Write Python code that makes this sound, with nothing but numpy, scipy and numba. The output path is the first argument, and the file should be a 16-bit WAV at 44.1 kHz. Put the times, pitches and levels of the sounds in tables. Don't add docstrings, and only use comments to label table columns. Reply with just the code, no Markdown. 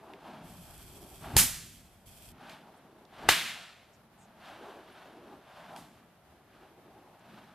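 import sys
import numpy as np
from scipy import signal
from scipy.fft import rfft, irfft
from scipy.io import wavfile
from scipy.ndimage import uniform_filter1d
from numba import njit

SR = 44100
rng = np.random.default_rng(int(sys.argv[2]) if len(sys.argv) > 2 else 0)


def materialize(psi):
    bounded = np.clip(np.atleast_2d(psi).T, -1, 1)
    quanta = np.round(bounded * 32767).astype(np.int16)
    wavfile.write(sys.argv[1], SR, quanta)


N = 332514

# (frequency [Hz], level [dB])
RUMBLE_COLOUR = [(20, -7), (45, 4.5), (110, 1.5), (230, -9.5), (340, -14), (700, -28.5), (2000, -49)]


def flame():
    # (frequency [Hz], level [dB])
    rush_colour = [(400, -27), (510, -10), (620, -2.5), (720, -1.5), (840, -1), (1020, -7), (1300, -15.5),
                   (2500, -39)]
    swish_colour = [(800, -12.5), (1150, 0), (1600, -0.5), (2000, -8), (2700, -7), (3300, -8.5),
                    (4800, -17), (7000, -26.5), (11000, -29.5), (14500, -32.5)]
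    rush_db, swish_db = lash_strokes()
    roar_db, roar_hz = flame_billows()
    flutter_db = 0.93 * walk(70)
    damping = 0.82
    eddies = np.array([svf(svf(side, roar_hz, damping), roar_hz, damping)
                       for side in noise(0, wider_db=-5.5)])
    eddies /= np.sqrt(roar_hz)
    roar = eddies / np.std(eddies) * undb(roar_db - 0.18 + flutter_db + 1.5 * walk(35))
    rush = noise(along(rush_colour), wider_db=-8.5) * undb(rush_db - 2.5 + flutter_db + 2.1 * walk(30))
    swish = noise(along(swish_colour), grain_db=1.5, wider_db=-6.5)
    swish *= undb(swish_db - 1.63 + flutter_db + 0.62 * walk(110))
    return roar + rush + swish


def lash_strokes():
    # (fastest at [s], rise [s], fall [s], rush [dB], swish over rush [dB])
    strokes = [ (0.14, .3, .17, -57.5, -5.5), (0.32, .16, 0.21, -50.5, -5.5), (0.72, 0.16, 0.3, -63, -1.5),
               (1.12, 0.16, 0.15, -58.5, -11), (1.25, 0.035, .1, -47.5, -3), (1.36, 0.064, .12, -46, -4),
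               (2.5, 0.1, 0.11, -50.5, -2.5), (2.72, 0.45, 0.37, -60.5, -7), (3.19, 0.057, .08, -52.5, 1.5),
               (3.28, 0.06, 0.035, -46, -2), (3.6, .12, 0.15, -57.5, 2), (4.26, 0.17, 0.13, -62.5, -7),
               (4.48, 0.067, .12, -50.5, 0), (4.69, 0.25, .16, -50, -6), (5.0, 0.2, 0.19, -56, -0.5),
               (5.33, 0.22, 0.066, -55, -7), (5.57, 0.13, 0.26, -53, -2), (5.75, 0.2, 0.083, -50, -11),
               (5.92, 0.12, 0.21, -69.5, -1.5), (6.38, .09, 0.13, -67.5, -5), (6.6, 0.099, .13, -62, 0),
               (6.98, 0.21, 0.26, -61, -8.5), (7.35, 0.15, 0.22, -57.5, -1)]
    rush_power = swish_power = 1e-12
    for s, rise_s, fall_s, rush_db, swish_db in strokes:
        speed = swell(s, rise_s, fall_s)
        rush_power += (undb(rush_db) * speed) ** 2
        swish_power += (undb(rush_db + swish_db) * speed) ** 2
    return 10 * np.log10(rush_power), 10 * np.log10(swish_power)


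def flame_billows():
    # (fullest at [s], rise [s], fall [s], roar [dB], centre [Hz])
    billows = [ (0.21, .33, .13, -54, 345), (0.391, .12, .19, -50.5, 200), (1.06, .27, 0.19, -56, 305.7),
               (1.27, 0.067, .1, -49, 231.5), (1.355, 0.03, .09, -39, 229.1), (1.58, .1, .25, -57, 195),
               (2.46, .16, .2, -55.5, 235), (2.9, .25, .38, -59, 304.3), (3.285, 0.069, .05, -42.5, 290),
               (3.39, .06, .16, -55.5, 195), (4.38, .32, .4, -62.5, 205), (4.68, .13, 0.23, -52, 368),
               (5.29, .22, .13, -52, 337), (5.83, .3, 0.19, -58.5, 220), (6.93, 0.45, 0.24, -59.5, 340),
               (7.34, .1, .22, -57.5, 212)]
    burn_db, burn_hz = -73.5, 220
    power = undb(burn_db) ** 2
    weighted_hz = power * burn_hz
    for s, rise_s, fall_s, roar_db, roar_hz in billows:
        billow = (undb(roar_db) * swell(s, rise_s, fall_s)) ** 2
        power += billow
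        weighted_hz += billow * roar_hz
    return 10 * np.log10(power), weighted_hz / power


def whip_cracks():
    # (time [s], shock [dB], shock length [ms], knock [dB], tip burst [dB], ground lag [ms],
    #  ground bounce [gain], near scatter [dB], scatter rise [s], far scatter [dB], sharpness [0-1])
    cracks = [ (1.3665, -3.5, 0.21, -15.5, -8, 2.28, 0.53, -11.5, 0.012, -28, 1),
              (2.496, -38, 0.26, -56, -49, 2.5, 0.79, -50.5, 0.0075, -68, 0.18),
              (3.289, -4.5, .62, -25.5, -11, 2.45, 0.82, -18.5, 0.00068, -25.5, 0.29),
              (5.7629, -36, 0.17, -59.5, -46, 2.1, 0.76, -51, 0.01, -57.5, 0.6)]
    # (frequency [Hz], level [dB])
    sharp_colour = [(60, -7.5), (200, -4.5), (400, -16), (800, -9.5), (1400, -5.5), (2700, -3),
                    (5000, -3.5), (8000, -1), (13000, -3)]
    blunt_colour = [(60, -15.5), (170, -13.5), (430, -7), (700, -2), (1100, 0), (1700, 1.5), (2500, 4),
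                    (3800, 0.5), (5800, -11.5), (8000, -13.5), (13000, -17.5)]
    out = np.zeros((2, N))
    for s, shock_db, length_ms, knock_db, burst_db, lag_ms, bounce, near_db, rise_s, far_db, sharp in cracks:
        colour_db = sharp * along(sharp_colour, SR) + (1 - sharp) * along(blunt_colour, SR)
        add(out, s - 1, lead_in_hiss(burst_db - 20, colour_db))
        add(out, s, shock(shock_db, length_ms, knock_db, burst_db, lag_ms, bounce, colour_db))
        add(out, s, wood_scatter(near_db, rise_s, far_db, colour_db))
    return out


def lead_in_hiss(db, colour_db):
    return undb(db) * noise(colour_db, SR) * fade(np.arange(SR)[::-1] / SR, t60=0.016)


def shock(shock_db, length_ms, knock_db, burst_db, lag_ms, bounce, colour_db):
    ring_hz, ring_width_hz, ring_gain = 865, 150, 0.9
    t = np.arange(SR) / SR
    burst = undb(burst_db) * noise(colour_db, SR, wider_db=0.5) * fade(t, t60=0.0092)
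    knock = undb(knock_db) * n_wave(t, length_ms=1.1)
    direct = undb(shock_db) * n_wave(t, length_ms) + knock + burst
    direct += ring_gain * signal.lfilter(*signal.iirpeak(ring_hz, ring_hz / ring_width_hz, fs=SR), direct)
    ground = signal.sosfilt(signal.butter(1, 8000, fs=SR, output="sos"), direct)
    return direct + bounce * np.roll(ground, int(lag_ms * SR / 1000), axis=1)


def n_wave(t, length_ms):
    phase = 1000 * t / length_ms
    inside = phase < 1
    ramp = 1 - 2 * phase
    return (ramp - ramp[inside].mean()) * inside


def wood_scatter(near_db, rise_s, far_db, colour_db):
    # (frequency [Hz], side minus mid [dB])
    scatter_width = [(60, -25.5), (300, -21.5), (800, -24.5), (1500, -28.5), (3000, -18), (5500, -8),
                     (9000, -6.5), (13000, 1.5)]
    # (frequency [Hz], t60 [s])
    wood_decay = [(150, 0.58), (800, 0.64), (2500, 0.93), (5000, 0.71), (9000, 0.77), (14000, .54)]
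    t = np.arange(SR) / SR
    near = noise(colour_db, SR, grain_db=2.5, width=scatter_width)
    near *= fade(t, t60=0.28) * (1 - np.exp(-t / rise_s))
    trunks = rfft(noise(colour_db, SR, grain_db=3.5, width=scatter_width))
    octave = np.clip(np.log2(np.arange(SR // 2 + 1) / 110 + 1e-9), 0, 7)
    t60 = along(wood_decay, SR)
    far = np.zeros((2, SR))
    for k in range(8):
        band = np.maximum(1 - abs(octave - k), 0)
        far += irfft(trunks * band, SR) * fade(t, t60[110 * 2 ** k])
    far *= 1 - np.exp(-t / 0.049)
    edge_db = 1.7 * np.exp(-((t - 0.2) / 0.033) ** 2)
    return undb(near_db) * near + undb(far_db + edge_db) * far


def fireballs():
    # (time [s], thump [dB], thump pitch [Hz], rumble [dB], rumble t60 [s])
    flares = [(1.367, -16.5, 82.8, -34, .45), (3.295, -32, 87, -43.5, 0.17)]
    lead_s = 0.5
    out = np.zeros((2, N))
    t = np.arange(SR) / SR - lead_s
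    for s, thump_db, hz, rumble_db, t60 in flares:
        spread = (np.pi * hz * t) ** 2
        thump = undb(thump_db) * (1 - 2 * spread) * np.exp(-spread)
        envelope = fade(abs(t), np.where(t < 0, 0.25, t60))
        rumble = undb(rumble_db) * envelope * noise(along(RUMBLE_COLOUR, SR), SR, wider_db=-5)
        add(out, s - lead_s, thump + rumble)
    return out


def zoom_motor():
    # (frequency [Hz], level [dB])
    whirr_colour = [(1200, -17.5), (2000, -8.5), (2550, 2), (2900, -4.5), (3250, 5.5), (3800, -6),
                    (4500, -2), (5600, -3.5), (6700, -6.5), (8000, 1), (9200, -4.5), (10600, -0.5),
                    (14300, -0.5)]
    # (start [s], stop [s], spin-up [s], run-down t60 [s], whirr [dB], rumble [dB], sag [dB/s])
    runs = [(0.41, 1.72, 0.08, 1.1, -57.5, -57, 0.5), (2.054, 2.318, .012, .03, -58.5, -60.5, -1)]
    linger_s = 0.5
    t = np.arange(N) / SR
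    whirr_gain = rumble_gain = 0
    for start, stop, spin_up_s, t60, whirr_db, rumble_db, sag_db in runs:
        drive = np.clip((t - start) / spin_up_s, 0, 1) * undb(-sag_db * (t - start))
        since_stop = np.maximum(t - stop, 0)
        whirr_gain += undb(whirr_db) * drive * fade(since_stop, t60)
        rumble_gain += undb(rumble_db) * drive * fade(since_stop, t60 + linger_s)
    whirr = noise(along(whirr_colour), grain_db=5.5, wider_db=5) * whirr_gain * undb(1.3 * walk(60))
    rumble = noise(along(RUMBLE_COLOUR), wider_db=9) * rumble_gain * undb(1.3 * walk(20))
    return whirr + rumble


def stream():
    # (frequency [Hz], level [dB])
    water_colour = [(25, -14), (80, 1.5), (190, -0.5), (400, -4), (700, -2), (1100, -7.5), (2000, -14.5),
                    (3100, -19.5), (4500, -24.5), (7500, -31.5), (12000, -26.5)]
    bed_db = -62.5
    dip_db = -5 * swell(1.7, rise_s=0.5, fall_s=0.22)
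    return noise(along(water_colour), grain_db=3.5, wider_db=8) * undb(bed_db + dip_db + 0.89 * walk(26))


def pops():
    # (time [s], peak [dB], pitch [Hz], t60 [s])
    ticks = [(0.136, -40.5, 2110, 0.018), (.779, -44, 10000, .02), (3.052, -51.5, 4020, .015),
             (7.194, -59, 7960, 0.016)]
    out = np.zeros((2, N))
    t = np.arange(SR) / SR
    for s, db, hz, t60 in ticks:
        colour = [(hz / 4, -50), (hz / 2, -17), (hz, 0), (hz * 2, -22), (hz * 4, -45)]
        pop = noise(along(colour, SR), SR) * fade(t, t60)
        add(out, s, undb(db) * pop / abs(pop).max())
    return out


def chirps():
    # (middle [s], level [dB], start [Hz], end [Hz], length [s], bandwidth [Hz])
    glides = [(2.776, -76, 9960, 8300, .05, 3500), (3.946, -72, 6830, 5940, 0.072, 2800),
              (4.222, -69.5, 8700, 6210, 0.13, 2300), (4.93, -73, 10530, 9630, 0.049, 1090)]
    out = np.zeros((2, N))
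    for s, db, start_hz, end_hz, length_s, width_hz in glides:
        size = int(length_s * SR)
        lowpass = signal.butter(2, width_hz / 2, fs=SR, output="sos")
        rasp = signal.sosfilt(lowpass, rng.standard_normal(SR))[:size]
        tone = np.sqrt(2) * np.sin(2 * np.pi * np.cumsum(np.linspace(start_hz, end_hz, size)) / SR)
        add(out, s - length_s / 2, undb(db) * np.hanning(size) * tone * rasp / np.std(rasp))
    return out


def noise(colour_db, size=N, grain_db=0, wider_db=0, width=None):
    # (frequency [Hz], side minus mid [dB])
    usual_width = [(60, -23.5), (170, -24), (350, -17.5), (800, -21.5), (1400, -16), (2600, -12),
                   (5000, -8), (8000, -5), (13000, -8)]
    white = rng.standard_normal((2, size))
    mid, side = rfft(white * undb(grain_db * rng.standard_normal(size)))
    side *= undb(along(width or usual_width, size) + wider_db)
    stereo = irfft(np.array([mid + side, mid - side]) * undb(colour_db), size)
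    return stereo / np.std(stereo.mean(axis=0))


def undb(db):
    return np.exp(np.asarray(db) * np.log(10) / 20)


def along(points, size=N):
    hz, value = np.transpose(points)
    return np.interp(np.log(np.arange(size // 2 + 1) * SR / size + 1), np.log(hz), value)


def walk(rate):
    hold = max(int(SR / rate), 1)
    steps = np.repeat(rng.standard_normal(N // hold + 1), hold)
    return 1.3 * uniform_filter1d(uniform_filter1d(steps, hold), hold)[:N]


def swell(s, rise_s, fall_s):
    roundness = 1.6
    t = np.arange(N) / SR - s
    return np.exp(-abs(t / np.where(t < 0, rise_s, fall_s)) ** roundness)


def fade(t, t60):
    return np.exp(-np.log(1000) * t / t60)


def add(out, s, sound):
    i = int(s * SR)
    out[:, i:i + sound.shape[-1]] += sound[..., :N - i]


@njit
def svf(x, hz, damping):
    y = np.empty(len(x))
    band_state = low_state = 0.0
    for i in range(len(x)):
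        g = np.tan(np.pi * hz[i] / SR)
        band = (band_state + g * (x[i] - low_state)) / (1 + g * (g + damping))
        band_state = 2 * band - band_state
        low_state += 2 * g * band
        y[i] = damping * band
    return y


def scene():
    return flame() + whip_cracks() + fireballs() + zoom_motor() + stream() + pops() + chirps()


def record(dry):
    # (frequency [Hz], gain [dB])
    hollow = [(20, -3.5), (40, -0.5), (110, 0), (170, 2.5), (290, -2.5), (380, 0), (500, -2.5), (620, 0.9),
              (820, 0.5), (1020, 0), (1500, 1.07), (2000, 1), (2500, 1), (12500, 1.5), (14500, -2)]
    # (frequency [Hz], right minus left [dB])
    right_lift = [(100, -0.5), (1000, -0.5), (4500, 0.1), (8000, 2.5), (13000, 2)]
    left_lag_ms, top_hz = 0.008, 14150
    lift_db = along(right_lift) / 2
    spectra = rfft(dry) * undb(along(hollow) + np.array([-lift_db, lift_db]))
    hz = np.arange(N // 2 + 1) * SR / N
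    spectra[0] *= np.exp(-2j * np.pi * hz * left_lag_ms / 1000)
    rounded = np.tanh(irfft(spectra, N))
    return signal.sosfilt(signal.ellip(10, 0.2, 80, top_hz, fs=SR, output="sos"), rounded)


dry = scene()
out = record(dry)
materialize(out)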